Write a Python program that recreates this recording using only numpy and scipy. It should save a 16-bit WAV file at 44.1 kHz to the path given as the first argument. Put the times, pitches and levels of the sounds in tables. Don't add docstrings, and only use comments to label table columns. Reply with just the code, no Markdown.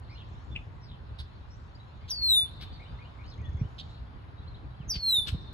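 import sys
import numpy as np
from scipy import signal
from scipy.fft import rfft, irfft, next_fast_len
from scipy.io import wavfile
from scipy.ndimage import uniform_filter1d

SR = 44100
rng = np.random.default_rng(int(sys.argv[2]) if len(sys.argv) > 2 else 0)


def master_out(mix):
    frames = np.transpose(np.atleast_2d(mix))
    ceiling = np.clip(frames, -1, 1)
    pcm = np.round(ceiling * 32767).astype(np.int16)
    wavfile.write(sys.argv[1], SR, pcm)


N = 243873
T = np.arange(N) / SR
F = np.fft.rfftfreq(N, 1 / SR)
EARS = np.array([[.5], [-.5]])


def undb(db):
    return 10 ** (np.asarray(db) / 20)


def unit(x):
    return x / np.sqrt(np.mean(x ** 2))


def band(x, hz, width):
    return signal.lfilter(*signal.iirpeak(hz, hz / width, SR), x)


def walk(rate, count=N):
    place = np.arange(count) * rate / SR
    k = place.astype(int)
    levels = rng.standard_normal(k[-1] + 2)
    step = np.sin(np.pi / 2 * (place - k)) ** 2
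    return levels[k] * (1 - step) + levels[k + 1] * step


def add(out, s, x, pan_db, lag_ms=0.):
    for ear in range(2):
        i = int((s + EARS[ear, 0] * lag_ms / 1000) * SR)
        part = x[:N - i]
        out[ear, i:i + len(part)] += part * undb(EARS[ear, 0] * pan_db)


def glide(length, from_hz, to_hz, db):
    u = np.linspace(0, 1, int(length * SR))
    hz = from_hz + (to_hz - from_hz) * u
    envelope = np.abs(np.sin(np.pi * u)) ** 0.76
    return undb(db) * np.sqrt(2) * envelope * np.sin(2 * np.pi * np.cumsum(hz) / SR)


def air():
    # f/Hz, relative density/dB
    spectrum = [(15, -41), (25, -17.5), (66, -3.5), (115, -2.5), (191, -18.5), (515, -24), (1030, -21),
                (1350, -25.5), (1460, -25.5), (2630, -37.5), (3830, -39), (7890, -61.5), (8780, -60),
                (10900, -55.5), (15000, -90.5)]
    # f/Hz, left-right correlation (held within 0.95 either way), left minus right/dB
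    image = [(60, 0.8, -4.5), (153, 1, -1), (282, 0.14, 1.5), (556, -0.043, 0.2), (1392, -0.19, 2),
             (3090, 0.1, 3)]
    level_db = -48

    def at(table, column):
        table = np.array(table)
        return np.interp(np.log(F + 1), np.log(table[:, 0]), table[:, column])

    swell = walk(.6)
    noise = rfft(rng.standard_normal((2, N))) * undb(at(spectrum, column=1))
    alike = np.clip(at(image, column=1), -.95, .95)
    spectra = np.sqrt(1 + alike) * noise[0] + np.sqrt(1 - alike) * noise[1] * 2 * EARS
    spectra = spectra * undb(EARS * at(image, column=2))
    out = 0
    for octave in np.arange(4, 14.5, .5):
        share = np.cos(np.pi * np.clip(np.log2(F + 1) - octave, -.5, .5)) ** 2
        out = out + undb(swell + walk(7.8)) * irfft(spectra * share, N)
    return undb(level_db) * unit(out)


def wind():
    # full from t/s, full until t/s, level over the steady wind/dB
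    gusts = [(0, 0.751, 3), (3.44, 3.655, 7), (4.55, 4.97, 2.5), (5.284, 5.355, 4)]
    # t/s, level/dB, f/Hz
    buffets = [(3.484, -27.5, 71.3), (3.545, -26, 86.6), (3.613, -20.5, 121.5), (3.65, -29, 97),
               (4.801, -33, 140), (4.959, -37.5, 149.1), (5.325, -23, 78), (5.345, -26.5, 148)]
    level_db, climb_db_per_s = -47.5, 0.63
    gust_rise_s, gust_fall_s = 0.2, 0.04

    def rumble(x):
        low = unit(band(band(x, 53, 61), 70, 79))
        return low + undb(-27.5) * unit(band(band(x, 190, 220), 190, 220))

    eddies = rng.standard_normal((2, N)) * undb(3.54 * walk(25))
    mid, side = rumble(eddies[0]), rumble(eddies[1])
    gust_db = 0
    for s, end, db in gusts:
        ramp = np.minimum(1 + (T - s) / gust_rise_s, 1 + (end - T) / gust_fall_s)
        gust_db = gust_db + db * np.clip(ramp, 0, 1)
    out = undb(level_db + climb_db_per_s * T + gust_db) * (mid + .75 * EARS * side)
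    for s, db, hz in buffets:
        t = T[:4000]
        envelope = np.e * hz * t / 0.35 * np.exp(-hz * t / 0.48)
        add(out, s, undb(db) * np.sin(2 * np.pi * hz * t) * envelope, -1.2)
    return out


def chorus():
    # t/s, lower voices level/dB, higher voices level/dB
    strength = [(0, -64, -79), (0.299, -61, -69.5), (.65, -78, -76.5), (.9, -66.5, -86), (1.3, -62.5, -80),
                (1.549, -67.5, -72.5), (1.9, -63.5, -77.5), (2.998, -60, -78), (3.299, -72, -80),
                (3.9, -63, -72), (4.1, -71, -93), (4.5, -67.5, -87), (5.53, -66.5, -80.5)]
    s, low_db, high_db = np.transpose(strength)
    out = np.zeros((2, N))
    for db, lo_hz, hi_hz in ((low_db, 2400, 4700), (high_db, 4800, 7300)):
        for at, pitch, bend, size in rng.random((1800, 4)):
            hz, start = lo_hz + (hi_hz - lo_hz) * pitch, at * T[-1]
            chirp_db = np.interp(start, s, db) + 5 * size
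            add(out, start, glide(.015, hz, hz * (.85 + .3 * bend), chirp_db), 0.)
    return out


def trees(x):
    # level/dB, decay by 60 dB t/s
    leaf_db, leaf_t60 = (-6, 0.21)
    wood_db, wood_t60 = (-23, 1.7)
    # delay t/s, smear to either side t/s, level/dB
    echoes = [(0.31, 0.022, -35.5), (0.52, 0.03, -37)]
    t = T[:SR]
    noise = rng.standard_normal((3, 2, SR)) / np.sqrt(SR)
    leaves = undb(leaf_db) * unit(undb(-60 * t / leaf_t60)) * noise[0] * np.clip(t / 0.0084, 0, 1)
    clumps = undb(3.3 * walk(14, count=SR))
    far = undb(wood_db) * unit(undb(-60 * t / wood_t60)) * noise[1] * clumps
    for delay, smear, db in echoes:
        far = far + undb(db) * noise[2] * unit(np.clip(1 - np.abs(t - delay) / smear, 0, 1))
    far = signal.lfilter(*signal.butter(2, 5000, fs=SR), far)
    size = next_fast_len(N + SR)
    return irfft(rfft(x.mean(axis=0), size) * rfft(leaves + far, size), size)[:, :N]


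def buzzes(out):
    # t/s, length t/s, from f/Hz, to f/Hz, level/dB
    phrases = [(0.08, 0.078, 3860, 5800, -62.5), (0.16, 0.082, 3710, 2800, -55),
               (0.81, 0.08, 5700, 4540, -58), (0.865, 0.098, 4200, 2930, -55),
               (1.5, 0.081, 5230, 6340, -60.5), (3.23, 0.096, 3570, 5760, -59.5),
               (3.3, 0.052, 4550, 3470, -56.5), (3.85, 0.15, 3665, 4195, -61)]
    for s, length, from_hz, to_hz, db in phrases:
        note = glide(length, from_hz, to_hz, db)
        add(out, s, note * walk(900, count=SR // 4)[:len(note)], 1.5, .08)


def rising_singer(out):
    # start t/s, loudest at t/s, end t/s, level/dB
    phrases = [(0.09, 0.09, 0.2, -59.5), (2.01, 2.85, 3.65, -59.5)]
    # start t/s, length t/s, from f/Hz, to f/Hz, relative level/dB
    parts = [(0, 0.025, 1950, 2430, 0), (0.02, 0.033, 2420, 2466, -1.5), (0.022, 0.028, 2000, 2480, -0.5),
             (0.056, 0.039, 2620, 3270, -2)]
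    period_s, swell_db_per_s, fade_db_per_s = 0.195, 11, 7
    for begin, peak, end, peak_db in phrases:
        for s in np.arange(begin, end, period_s):
            db = peak_db - max(swell_db_per_s * (peak - s), fade_db_per_s * (s - peak))
            for start, length, from_hz, to_hz, part_db in parts:
                note = glide(length, from_hz, to_hz, db + part_db)
                ripple = 1 + .5 * walk(230, count=SR // 8)[:len(note)]
                add(out, s + start, note * ripple, 2.5, .05)


def single_notes(out):
    # t/s, length t/s, from f/Hz, to f/Hz, level/dB, left minus right/dB
    notes = [(0.14, 0.039, 4100, 4250, -62, -8), (0.51, 0.043, 3523, 3464, -54.5, -2),
             (0.58, 0.025, 3480, 3470, -62, 2), (1.745, 0.023, 4340, 5080, -58.5, 5.5),
             (1.79, 0.031, 3760, 4000, -60, 0), (2.72, 0.053, 4560, 4440, -57, -3),
             (3.41, 0.095, 1997, 1758, -64, 11), (3.44, 0.043, 3330, 3500, -59, 9),
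             (3.49, 0.14, 3420, 3370, -70, 5.5), (3.585, 0.052, 5700, 5500, -68.5, 8.5),
             (4.129, 0.031, 2740, 3720, -71, 2), (4.37, 0.039, 3770, 3960, -62.5, 2),
             (4.47, 0.022, 3900, 4430, -56.5, -1), (4.54, 0.019, 3470, 4350, -55.5, 3),
             (4.55, 0.028, 2880, 3690, -64, 1.5), (4.736, 0.025, 2980, 3520, -69, -7),
             (4.79, 0.055, 3520, 2210, -62.5, -1.5)]
    for s, length, from_hz, to_hz, db, pan_db in notes:
        add(out, s, glide(length, from_hz, to_hz, db), pan_db, .08)


def trill(out):
    # from f/Hz, to f/Hz
    from_hz, to_hz = (7100, 5700)
    start_s, period_s, level_db = 3.262, 0.0385, -70
    for k in range(9):
        add(out, start_s + k * period_s, glide(0.0052, from_hz, to_hz, level_db), 1.5)


def twitter(out):
    start_s, end_s = 3.9, 4.85
    least_db, low_hz, high_hz = -75, 2600, 4200
    for at, pitch, bend, size, side in rng.random((22, 5)):
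        hz = low_hz + (high_hz - low_hz) * pitch
        note = glide(.03, hz, hz * (.8 + .5 * bend), least_db + 6 * size)
        add(out, start_s + at * (end_s - start_s), note, 12 * (side - .5), .08)


def far_birds():
    out = np.zeros((2, N))
    for voice in (buzzes, rising_singer, single_notes, trill, twitter):
        voice(out)
    return out


def chacks():
    # t/s, length t/s, level/dB, throat f/Hz, width f/Hz, other modes/dB, left minus right/dB, left lag t/ms
    calls = [(0.551, 0.031, -36, 2625, 876, -20.5, 2.5, -0.099),
             (1.182, 0.047, -45, 3600, 1980, 1.5, -3, -0.21), (2.075, 0.058, -48, 3720, 2115, -4, 0, -0.28),
             (2.601, 0.057, -45.5, 3600, 2585, 1.5, 5, 0.057),
             (3.779, 0.047, -43.5, 3640, 1830, -14, -5.5, -0.27),
             (4.932, 0.056, -44.5, 3044, 2290, -13.5, 12.5, -0.51),
             (5.262, 0.055, -40, 3300, 2410, 3, 13.5, -0.36)]
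    # f/Hz, width f/Hz, relative level/dB
    upper_modes = [(1500, 770, -14), (8095, 400, -21), (10600, 700, -23.5), (12100, 1500, -23)]
    out = np.zeros((2, N))
    for s, length, db, hz, width, upper_db, pan_db, lag_ms in calls:
        noise = rng.standard_normal(4000)
        hiss = 0.29 * undb(2.4 * walk(450, count=4000))
        snaps = 1.4 * (rng.random(4000) < .04)
        breath = noise * (hiss + snaps)
        voice = unit(band(band(band(breath, hz, width), hz, width), hz, width))
        for f, w, mode_db in upper_modes:
            voice = voice + undb(mode_db + upper_db) * unit(band(band(breath, f, w), f, w))
        shape = np.sin(np.pi * np.clip(T[:4000] / length, 0, 1) ** .8) ** 1.6
        add(out, s, undb(db) * voice * shape, pan_db, lag_ms)
    return out


def whistle(s, stretch, pan_db, lead, effort):
    # t/s before stretching, f/Hz
    pitch = [(0, 6620), (0.024, 5960), (0.038, 5250), (0.05, 4710), (0.075, 4580), (0.11, 4426),
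             (0.2, 4190), (0.27, 3753), (0.31, 3554), (0.39, 3474)]
    # f/Hz, level against the fundamental before the source level/dB
    throat = [(7000, -39), (7400, -24.5), (8000, -15.5), (8700, -29.5), (9200, -38.5), (10400, -18),
              (11500, -17), (12600, -28), (13200, -29), (13700, -46), (14600, -25), (16000, -30.5)]
    overtones_db = (0, 1.5, -1.5)
    start, t = int(s * SR), T[:SR // 2]
    hz = uniform_filter1d(np.interp(t / stretch, *np.transpose(pitch)), size=650)
    db = uniform_filter1d(np.interp(t, *np.transpose(effort)), size=500)
    on = np.clip(np.minimum(t / .006, (effort[-1][0] - t) / 0.011), 0, 1)
    jitter = 1 + 0.0013 * walk(60, count=len(t))
    phase = 2 * np.pi * np.cumsum(hz * jitter) / SR
    shimmer_db = 2 * walk(70, count=len(t))
    tone = undb(db + shimmer_db + EARS * pan_db) * np.sin(phase + EARS * lead)
    for k, part_db in enumerate(overtones_db, start=2):
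        throat_db = np.interp(k * hz, *np.transpose(throat))
        audible = k * hz < .45 * SR
        tone = tone + undb(db + throat_db + part_db) * np.sin(k * phase) * audible
    out = np.zeros((2, N))
    out[:, start:start + len(t)] = np.sqrt(2) * on * tone
    return out


def scene():
    # t/s, stretch of the pitch shape, left minus right/dB, left phase lead/rad
    whistles = [(2.08, 0.98, 1.5, 2.16), (4.876, 1.02, -1.1, 0.85)]
    # t/s after its start, level/dB
    efforts = [
        [(0, -78), (0.024, -29.5), (0.07, -37.5), (0.125, -37.5), (0.172, -25), (0.2, -26), (0.27, -22.5),
         (0.295, -18.5), (0.35, -29.5), (0.39, -43.5)],
        [(0, -65), (0.024, -29), (0.05, -33.5), (0.11, -45), (0.16, -31.5), (0.18, -28), (0.205, -25.5),
         (0.32, -26), (0.335, -33.5), (0.39, -44)],
    ]
    alarm = sum(whistle(*call, effort) for call, effort in zip(whistles, efforts))
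    near, far = alarm + chacks(), far_birds()
    scattered = trees(near + undb(5.5) * far + undb(-4.5) * chorus())
    return near + far + scattered + air() + wind()


def record(dry):
    treble_hz, lag_s, turn_rad, top_hz = 5800, 0.000231, 2.45, 15900
    spectra = rfft(dry)
    treble = np.clip((F - treble_hz) / 400 + .5, 0, 1)
    spread = np.exp(-1j * EARS * (2 * np.pi * F * lag_s + turn_rad))
    both = irfft((1 - treble) * spectra + treble * spectra.mean(axis=0) * spread, N)
    both = signal.sosfilt(signal.butter(3, 38, "high", fs=SR, output="sos"), both)
    return signal.sosfilt(signal.ellip(10, .2, 80, top_hz, fs=SR, output="sos"), both)


dry = scene()
out = record(dry)
master_out(out)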